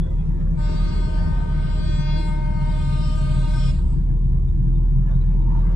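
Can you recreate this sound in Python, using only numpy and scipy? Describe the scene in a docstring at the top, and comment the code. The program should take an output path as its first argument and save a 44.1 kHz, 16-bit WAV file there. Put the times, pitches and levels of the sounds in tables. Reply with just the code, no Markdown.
"""Inside a slow car on a town road: the engine booms and throbs, the tyres hum and rumble, tractors pass.
Engine and tyre tones are wavering sine waves; road and traffic are shaped noise, with short high tones, a tick
and a rattle. The driver holds the horn for three seconds: a stack of overtones reaches the cabin directly,
fading in and out. It also comes back from things ahead as a smeared echo, raised in pitch because the car is
closing on them."""
import sys
import numpy as np
from scipy import signal
from scipy.io import wavfile
from scipy.ndimage import uniform_filter1d

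SR = 44100
rng = np.random.default_rng(int(sys.argv[2]) if len(sys.argv) > 2 else 0)


def put_to_file(sound):
    """Save the sound as 16-bit audio at rate SR, in the file named by the first command-line argument."""
    columns = np.atleast_2d(sound).T  # one column per channel
    safe = np.clip(columns, -1, 1)
    whole_steps = np.round(safe * 32767)
    wavfile.write(sys.argv[1], SR, whole_steps.astype(np.int16))


N = 253575

HORN_ON_S, HORN_OFF_S = 0.563, 3.707
HORN_HZ, HORN_RISE_HZ_PER_S = 305.95, .15


def from_db(db):
    """Turn decibels into a multiplier for the wave."""
    return 10 ** (np.asarray(db) / 20)


def rms_one(x):
    """Scale a signal so that its average strength (rms) is 1."""
    return x / np.sqrt(np.mean(x ** 2) + 1e-20)


def in_time(rows):
    """Join the points of a table by straight lines: one value a sample for each column after the time."""
    s, *columns = np.transpose(rows)
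    return [np.interp(np.arange(N) / SR, s, c) for c in columns]


def at_hz(points, hz):
    """Read a table of (pitch, value) at any pitch, on a logarithmic pitch axis."""
    table_hz, values = np.array(points).T
    return np.interp(np.log(hz), np.log(table_hz), values)


def drift(rate):
    """Slow random wandering of spread 1: coarse noise smoothed twice; a higher rate in Hz wanders faster."""
    r = np.exp(-128 * np.pi * rate / SR)  # one coarse step is 64 samples
    noise = rng.standard_normal(N // 64 + 1002)
    slow = signal.lfilter([1], [1, -2 * r, r * r], noise)[1000:]
    return np.interp(np.arange(N) / 64, np.arange(len(slow)), rms_one(slow - slow.mean()))


def turns(hz):
    """Add up a pitch curve into the running angle of its wave, in radians."""
    return 2 * np.pi * np.cumsum(hz) / SR


def gate(on, off, rise, fall):
    """Switch a sound on and off with a straight rise and fall, all in seconds."""
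    return np.interp(np.arange(N) / SR, [on, on + rise, off, off + fall], [0, 1, 1, 0])


def smooth_patches(shape, steps):
    """Random patches of spread 1 over pitch and time: noise averaged over 5 pitch bins and some time steps."""
    patches = uniform_filter1d(rng.standard_normal(shape), size=5, axis=-2)
    return rms_one(uniform_filter1d(patches, size=steps, axis=-1))


def coloured_noise(spectrum, patchy_db):
    """Stereo noise of rms 1 shaped over pitch, while narrow patches of it murmur up and down."""
    # how alike the two sides are: pitch_hz, likeness (0 to 1)
    likeness = [(40, 0.86), (130, 0.73), (300, 0.89), (700, 0.45), (2000, 0.19), (9000, 0.06)]
    # balance of the two sides: pitch_hz, left_minus_right_db
    lean = [(60, -6.5), (110, 4.5), (190, 3), (340, -0.5), (610, -3.5), (1090, 2), (1940, 6), (3460, 2),
            (6170, 7.5), (11000, -1)]
    noise = rng.standard_normal((2, N + 4096))
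    hz, _, (mid, side) = signal.stft(noise, SR, nperseg=2048, noverlap=1536)
    hz = np.maximum(hz, 1)[:, None]
    patches = smooth_patches(mid.shape, 6)
    alike, lean_db = np.clip(at_hz(likeness, hz), 0, 1), at_hz(lean, hz) / 2
    common, apart = np.sqrt(1 + alike) * mid, np.sqrt(1 - alike) * side
    left = (common + apart) * from_db(lean_db)
    right = (common - apart) * from_db(-lean_db)
    gain = from_db(at_hz(spectrum, hz) + patchy_db * np.clip(patches, -3, 2.3))
    sound = signal.istft(gain * np.array([left, right]), SR, nperseg=2048, noverlap=1536)[1]
    return rms_one(sound[:, 2048:N + 2048])


def hum(rows, waver_db, waver_rad):
    """A sine wave on a pitch and level curve, unsteady in level and phase."""
    hz, level_db = in_time(rows)
    level = np.sqrt(2) * from_db(level_db + waver_db * drift(0.98))
    return level * np.sin(turns(hz) + waver_rad * drift(1.46))


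def engine():
    """Boom at the firing rate, a tone at twice that rate, and a fading drone that beats with the boom."""
    # boom of the firing cylinders: start_s, firing_pitch_hz, level_db
    boom_curve = [(0, 36.4, -22), (.5, 37.2, -21.5), (1, 37.7, -21.5), (2.2, 38, -20.5), (3.7, 38.3, -19.5),
                  (4.2, 38.8, -18.5), (4.45, 39, -20), (4.85, 39.2, -17), (5.05, 39.3, -19),
                  (5.4, 39.6, -16.5), (5.75, 40, -18)]
    second_db = -31.5
    drone_hz, drone_db = 43.17, -28.5
    fade_start_s, fade_db_per_s = 1.3, 13
    in_step_s = 1.19  # a moment when boom and drone add up
    hz, boom_db = in_time(boom_curve)
    firing, t = turns(hz), np.arange(N) / SR
    boom = from_db(boom_db + 0.59 * drift(1.0)) * np.sin(firing)
    second = from_db(second_db + 1.9 * drift(6.4)) * np.sin(2 * firing + 0.47 * drift(1.0))
    fading_db = drone_db - fade_db_per_s * np.maximum(t - fade_start_s, 0)
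    drone_phase = firing[round(in_step_s * SR)] + 2 * np.pi * drone_hz * (t - in_step_s)
    drone = from_db(fading_db) * np.sin(drone_phase)
    return np.sqrt(2) * (boom + second + drone)


def body_hum():
    """A low, wavering hum of the car body, as one unsteady sine wave."""
    # start_s, pitch_hz, level_db before its wavering
    hum_curve = [(0, 63.5, -52), (1.2, 62, -32), (2.7, 62.38, -39), (3.6, 61.93, -39), (4.3, 62.5, -39.5),
                 (4.8, 61.65, -28), (5.75, 56.2, -45)]
    return hum(hum_curve, 6.5, 0.9)


def tyre():
    """An uneven hum that swells once a beat; the beat slows a little."""
    # start_s, pitch_hz, level_db before the beat
    tyre_curve = [(0, 163, -29), (.9, 159.9, -36), (1.6, 149.9, -32), (2.4, 143.3, -31.5),
                  (3.4, 134.8, -30.5), (4.2, 131.8, -29.5), (4.7, 129, -26), (5.1, 129.5, -25),
                  (5.75, 129.7, -32)]
    beat_s, beat_depth, loud_s = .44, 0.41, 4.62  # loud_s is one of the loud moments
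    slowing = .02  # beats per second squared
    t = np.arange(N) / SR - loud_s
    beat = 1 + beat_depth * np.cos(2 * np.pi * (t / beat_s - slowing * t ** 2))
    return hum(tyre_curve, 1.5, 1) * beat * (1 + .4 * drift(10))


def road():
    """Low rumble and fainter hiss of the road, both as shaped noise."""
    # colour of the rumble: pitch_hz, relative_level_db
    rumble_colour = [(20, -37), (32, -2), (52, -6.5), (66, -18), (95, -2), (120, -12.5), (135, 0),
                     (172, -3), (195, -12.5), (245, -20), (345, -24.5), (500, -48.5), (700, -85)]
    # loudness of the rumble: start_s, level_db
    rumble_level = [(0, -27), (1, -26), (2, -26), (3.5, -26.5), (4.6, -27), (5.75, -25)]
    # colour of the hiss: pitch_hz, relative_level_db
    hiss_colour = [(150, -21.5), (250, -11.5), (344, 1), (373, -10.5), (506, -13.5), (565, -22.5),
                   (857, -25.5), (929, -13), (1260, -38.5), (1680, -38), (3080, -45), (3680, -39),
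                   (4320, -54), (7800, -45.5), (11500, -58.5), (13000, -63.5), (15500, -70.5),
                   (22000, -120)]
    hiss_db = -44
    rumble_db = in_time(rumble_level)[0] + 1.0 * drift(3.3)
    rumble = from_db(rumble_db) * coloured_noise(rumble_colour, patchy_db=-0.5)
    return rumble + from_db(hiss_db) * coloured_noise(hiss_colour, patchy_db=3.5)


def tractors():
    """Tractors passing: a roar of shaped noise, a whine of gear noise and a rough growling band."""
    # colour of the roar: pitch_hz, relative_level_db
    roar_colour = [(180, -37), (300, -14), (336, -14.5), (393, -4.5), (656, -11.5), (937, -16.5),
                   (1540, -23), (1730, -23.5), (3100, -37), (3420, -35.5), (4400, -41.5), (9000, -51),
                   (11700, -80.5), (19800, -120)]
    # loudness of the roar: start_s, level_db
    passing = [(0, -48), (.25, -47), (.5, -49), (.9, -41), (1.2, -41.5), (1.55, -42.5), (2, -51.5),
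               (4.98, -56), (5.1, -47.5), (5.3, -48.5), (5.45, -49), (5.58, -43), (5.75, -44)]
    # gear whine: start_s, pitch_hz, level_db
    whine_curve = [(5.02, 1685, -80), (5.07, 1690, -60), (5.15, 1700, -69), (5.27, 1720, -58),
                   (5.35, 1730, -72.5), (5.48, 1745, -77), (5.55, 1765, -60), (5.68, 1765, -69),
                   (5.75, 1765, -75)]
    # rough band in the roar: start_s, pitch_hz, level_db
    growl_curve = [(4.8, 965, -79), (4.88, 930, -58.5), (4.97, 904, -71), (5.1, 1010, -58.5),
                   (5.28, 903, -71), (5.36, 856, -52), (5.45, 900, -52), (5.53, 930, -47), (5.62, 896, -51),
                   (5.7, 952, -58), (5.75, 970, -64)]
    # fast drift roughens each sine wave into a narrow band of noise
    whine = hum(whine_curve, 3, 0) * drift(40)
    growl = hum(growl_curve, 3, 0) * drift(60)
    growl *= np.arange(N) > growl_curve[0][0] * SR  # silent before its first row
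    roar_db = in_time(passing)[0] + 1.4 * drift(11)
    return whine + growl + from_db(roar_db) * coloured_noise(roar_colour, patchy_db=5.5)


def whistle():
    """A faint falling whistle, stronger on the left: a sine wave roughened by drift."""
    # start_s, pitch_hz, level_db midway between the sides
    whistle_curve = [(0, 3430, -69), (.2, 3365, -70), (.24, 3350, -90)]
    return hum(whistle_curve, 1.5, .3) * drift(12) * from_db([[4], [-4]])


def short_tones():
    """Short high tones that start softly and die away: sine waves with a falling level."""
    # start_s, level_db from which it dies away, pitch_hz
    tone_list = [(.258, -62, 5850), (0.506, -60, 5950), (4.482, -56, 3613), (4.753, -57, 3620),
                 (5.111, -56, 3637), (5.147, -58, 3790), (5.21, -56, 3900), (5.418, -60, 3806)]
    fall_60_db_s = 0.091
    out = np.zeros(N)
    for s, peak_db, hz in tone_list:
        start = round(s * SR)
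        age = np.arange(min(SR // 4, N - start)) / SR
        level = from_db(peak_db - 60 * age / fall_60_db_s) * (1 - np.exp(-age / 0.0013))
        out[start:][:len(age)] += level * np.sin(2 * np.pi * hz * age)
    return out


def horn_pitch():
    """The horn creeps up in pitch while it is held."""
    return HORN_HZ + HORN_RISE_HZ_PER_S * (np.arange(N) / SR - HORN_ON_S)


def swelling_db(hz):
    """Level change in time of the overtone at hz, left and right: the treble level plus nearby swells."""
    # level of the horn's treble: start_s, level_db
    treble_level = [(.6, 2), (.8, 1), (1.1, -3.5), (1.48, -8), (1.8, 3.5), (1.95, 7.5), (2.18, 9),
                    (2.48, -15), (2.85, -.5), (3.1, 4), (3.35, 0), (3.6, 5.5), (3.72, 8)]
    # narrow swells and dips: middle_s, half_length_s, centre_hz, half_width_octaves, left_db, right_db
    swells = [(0.7, 0.2, 3060, 0.02, -9, -11), (0.8, 0.2, 1224, 0.02, -4, 9),
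              (0.9, 0.13, 612, 0.02, -9, -2), (0.9, 0.13, 918, 0.02, -9, 7), (0.9, 0.45, 3977, 0.14, 5, -8),
              (0.9, 0.45, 4589, 0.02, 5, 1), (0.95, 0.45, 5813, 0.14, 15, 12),
              (1.1, 0.13, 3671, 0.02, -11, -7), (1.25, 0.08, 4589, 0.14, 7, 9),
              (1.25, 0.2, 2142, 0.14, 0, -13), (1.3, 0.2, 1836, 0.02, -13, 14),
              (1.35, 0.3, 612, 0.02, -10, -10), (1.5, 0.13, 4589, 0.14, -10, -10),
              (1.6, 0.08, 918, 0.02, -9, -7), (1.65, 0.08, 612, 0.14, -14, -2),
              (1.65, 0.45, 7037, 0.07, -14, -4), (1.85, 0.08, 2754, 0.02, -12, -8),
              (1.85, 0.13, 918, 0.14, -7, 2), (1.92, 0.2, 3365, 0.02, 5, 6), (2.0, 0.13, 6119, 0.14, 9, 8),
              (2.0, 0.45, 5201, 0.02, -6, -13), (2.05, 0.13, 9178, 0.14, -15, -12),
              (2.05, 0.2, 3671, 0.02, -19, -13), (2.05, 0.3, 1836, 0.14, 11, 12),
              (2.1, 0.08, 7649, 0.14, -19, -11), (2.1, 0.2, 3060, 0.02, -25, -10),
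              (2.3, 0.08, 8567, 0.14, 14, 15), (2.35, 0.2, 1224, 0.02, -13, -9),
              (2.38, 0.08, 4589, 0.14, -9, -8), (2.4, 0.3, 918, 0.14, 3, -14),
              (2.5, 0.3, 2142, 0.14, 11, 13), (2.7, 0.13, 1836, 0.14, 2, 13),
              (2.85, 0.13, 2754, 0.14, -10, 9), (2.95, 0.13, 1224, 0.02, 5, -10),
              (3.0, 0.3, 3365, 0.02, -11, -8), (3.05, 0.08, 4895, 0.02, -16, 5),
              (3.05, 0.08, 5201, 0.14, 13, 12), (3.05, 0.13, 4283, 0.14, -14, 5),
              (3.15, 0.13, 3977, 0.02, -1, -16), (3.2, 0.13, 2142, 0.02, -15, -10),
              (3.2, 0.2, 1224, 0.02, 8, 5), (3.2, 0.2, 1530, 0.02, -13, 1), (3.2, 0.2, 7343, 0.14, -9, -9),
              (3.4, 0.13, 5201, 0.07, -14, -2), (3.4, 0.45, 4589, 0.07, -11, -11),
              (3.45, 0.13, 3060, 0.02, -9, -13), (3.45, 0.3, 918, 0.02, -17, 9),
              (3.55, 0.08, 3977, 0.02, -12, -16), (3.55, 0.13, 2754, 0.14, -15, -14),
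              (3.65, 0.13, 5201, 0.02, -3, 14), (3.65, 0.2, 5507, 0.02, 16, -8)]
    treble_from_hz, treble_full_hz = 2000, 2600
    low_overtones_db = .5
    bright = np.clip((hz - treble_from_hz) / (treble_full_hz - treble_from_hz), 0, 1)
    t = np.arange(0, N + 256, 256) / SR
    bumps = np.zeros((2, len(t)))
    for s, half, centre, octaves, *sides_db in swells:
        bump = np.exp(-((t - s) / half) ** 2 - (np.log2(hz / centre) / octaves) ** 2)
        bumps += np.outer(sides_db, bump)
    overall_db = bright * in_time(treble_level)[0] + (1 - bright) * low_overtones_db
    return [overall_db + np.interp(np.arange(N) / SR, t, side) for side in bumps]


def horn():
    """A pulse train built from its overtones; each reaches each side by its own slowly changing path."""
    # overtones from the second up: left_db, right_db, left_lead_radians (levels before fading and swells)
    overtones = [(-44, -45, -2.3), (-39, -51, 2.8), (-50, -56, 1.2), (-49, -60, -0.5), (-66, -68, -0.3),
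                 (-59, -60, 0.0), (-60, -64, 0.7), (-57, -67, 3.0), (-55, -64, -2.1), (-59, -60, -0.0),
                 (-61, -61, 1.8), (-60, -59, -2.2), (-59, -62, 2.2), (-60, -63, 1.2), (-65, -70, -2.3),
                 (-61, -69, 1.0), (-78, -77, -0.4), (-77, -84, 2.5), (-78, -88, 0.0), (-83, -97, 2.9),
                 (-77, -94, -0.3), (-73, -94, 2.1), (-66, -84, -2.2), (-63, -88, 1.2), (-66, -91, 2.6),
                 (-69, -91, -3.1), (-74, -88, -0.1), (-79, -88, 1.8), (-82, -88, -0.8), (-89, -85, -1.9),
                 (-94, -81, 0.2)]
    fade_limit_db, flutter_limit_db = 1.5, 4  # greatest spread of the slow fading and of the fast flutter
    release_s, stops_early_s = 0.012, 0.00065  # higher overtones tend to let go sooner
    phase, out = turns(horn_pitch()), np.zeros((2, N))
    for k, (left_db, right_db, lead) in enumerate(overtones, start=2):
        group_db = swelling_db(k * HORN_HZ)
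        shared = k * phase + rng.normal(0, 0.95) + 0.43 * drift(3.4)
        # short waves fade and flutter more deeply
        fade_db = np.clip(.4 * (k - 3), .5, fade_limit_db) * drift(2.5)
        rise_s = .1 if 5 < k < 23 else .03  # the middle overtones bloom late
        off_s = HORN_OFF_S - stops_early_s * k * rng.exponential()
        blown = gate(HORN_ON_S, off_s, rise_s, release_s)
        for ch, (side_db, side_rad) in enumerate([(left_db, lead), (right_db, 0)]):
            flutter_db = min(.3 * k, flutter_limit_db) * np.clip(drift(14), -3, 1.5)
            wander = min(.05 * k, .5) * drift(1.5)
            level = from_db(side_db + group_db[ch] + fade_db + flutter_db)
            out[ch] += blown * level * np.sin(shared + side_rad + wander)
    return np.sqrt(2) * out


def patchy(x, patchy_db):
    """Narrow regions of a stereo sound swell and dip briefly, on each side by themselves."""
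    spectra = signal.stft(x, SR, nperseg=1024)[2]
    patches = smooth_patches(spectra.shape, 8)
    gain = from_db(patchy_db * (np.minimum(patches, 1.6) - 1))
    return signal.istft(spectra * gain, SR, nperseg=1024)[1][:, :N]


def echo(count=14):
    """Reflectors at many ranges and bearings each return the horn late, raised by twice the closing speed."""
    # start_s, closing_speed_m_per_s, level_db common to all reflectors, extra_treble_db
    echo_curve = [(.6, 5, -59.5, -7), (1.15, 4.9, -64.5, -3.5), (1.8, 4.48, -58.5, -18.5),
                  (2.25, 4.52, -59.5, -13), (2.58, 4.55, -59, -12.5), (2.75, 4.3, -57.5, -5),
                  (3.05, 3.77, -59, -2.5), (3.7, 3.07, -54.5, -5.5), (3.85, 3.4, -69.5, -0.5),
                  (3.93, 4.55, -66.5, 0.5), (4.1, 4.3, -63, -6)]
    # strength of the horn's overtones in the echo: pitch_hz, level_db
    echo_colour = [(600, 3.5), (930, -4), (1250, -2), (1570, -3.5), (1890, -17.5), (2200, -3.5), (3100, -6),
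                   (4300, -7.5), (5300, -15.5), (6400, -23), (8000, -10.5), (10000, -25.5)]
    # added for the far reflectors: pitch_hz, extra_db
    far_colour = [(600, 0), (930, 10.5), (1600, 8), (2300, 0), (5500, 1.5), (7000, 13.5), (10000, 7.5)]
    sound_speed = 343  # metres per second
    loss_db_per_s = 14  # later echoes come from farther away and are weaker
    middle_db, middle_follows = 1.5, 0.35  # the middle overtones follow a share of the treble
    speed, level_db, treble_db = in_time(echo_curve)
    pitch, out = horn_pitch(), np.zeros((2, N))
    k, cycle = np.arange(2, 38)[:, None], np.linspace(0, 2 * np.pi, 2049)
    hz = k * pitch.mean()
    middle_gain = from_db(middle_db + middle_follows * treble_db)
    high_gain = from_db(treble_db) * from_db([[0], [-7]])  # the right side is duller
    for n in range(count):
        near = n < count // 2  # a tight group nearly straight ahead, the rest far and aside
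        facing = 1 - rng.uniform(0, .12 if near else .7)  # share of the closing speed
        delay = rng.uniform(.07, .1) if near else rng.uniform(.1, .25)
        raised = pitch * (1 + 2 * facing * speed / sound_speed)
        phase = (turns(raised) + (.03 if near else .13) * drift(25)) % (2 * np.pi)
        colour_db = at_hz(echo_colour, hz) + (0 if near else at_hz(far_colour, hz))
        colour_db = colour_db + rng.normal(0, 3.94, k.shape)
        # one cycle of the horn's wave, read along the running phase in three bands of overtones
        shape = from_db(colour_db) * np.sin(k * cycle + rng.uniform(0, 2 * np.pi, k.shape))
        bands = np.split(shape, [6, 18])
        low, middle, high = [np.interp(phase, cycle, band.sum(0)) for band in bands]
        sound = low + middle_gain * middle + high_gain * high
        pan = np.array([[1.], [.3]]) if n % 2 else np.array([[.3], [1.]])
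        heard = gate(HORN_ON_S + delay, HORN_OFF_S + delay, 0.025, .04 if near else .16)
        out += heard * pan * sound * from_db(-loss_db_per_s * (delay - 0.0188))
    # narrow regions of the whole echo swell and dip at random on each side
    return from_db(level_db) * patchy(out, patchy_db=6)


def rattle():
    """Trim buzzing as a tractor passes: uneven soft taps ring two thin resonances."""
    # start_s, level_db before halving and panning
    rattle_level = [(.78, -90), (.84, -72), (1.13, -71), (1.2, -78), (1.35, -95)]
    modes_hz, fall_60_db_s, taps_per_s = (5870, 5800), 0.045, 34
    tap_count = np.floor(turns(taps_per_s * (1 + .3 * drift(20))) / (2 * np.pi))
    taps = np.diff(tap_count, prepend=0)
    r, out = from_db(-60 / (fall_60_db_s * SR)), 0
    for hz in modes_hz:
        mode = [1, -2 * r * np.cos(2 * np.pi * hz / SR), r * r]
        uneven = taps * from_db(rng.normal(0, 3, N)) + 1e-18
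        # two passes make each tap swell before it dies away
        out = out + signal.lfilter([1], mode, signal.lfilter([1], mode, uneven))
    return from_db(in_time(rattle_level)[0]) * rms_one(out) / 2 * from_db([[2], [-2]])


def tick():
    """One small tick inside the cabin: a short burst of smoothed noise that dies away fast."""
    tick_s, start_db, fall_60_db_s = 3.512, -57, 0.069  # start_db is before smoothing
    age = np.maximum(np.arange(N) / SR - tick_s, 0)
    noise = uniform_filter1d(rng.standard_normal((2, N)), size=3)
    return from_db(start_db - 60 * age / fall_60_db_s) * (age > 0) * noise


def scene():
    """Engine, road and traffic reach the left side a little late; horn and echo come by their own paths."""
    left_lag_s = 0.000803
    left, right = engine() + body_hum() + tyre() + road() + tractors() + short_tones()
    left = np.interp(np.arange(N) - round(left_lag_s * SR), np.arange(N), left)
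    return np.array([left, right]) + whistle() + horn() + echo() + rattle() + tick()


def record(dry):
    """Cut the top of the treble with a steep low-pass filter."""
    cutoff_hz = 15400
    return signal.sosfilt(signal.cheby2(12, 60, cutoff_hz, fs=SR, output="sos"), dry)


dry = scene()
out = record(dry)
put_to_file(out)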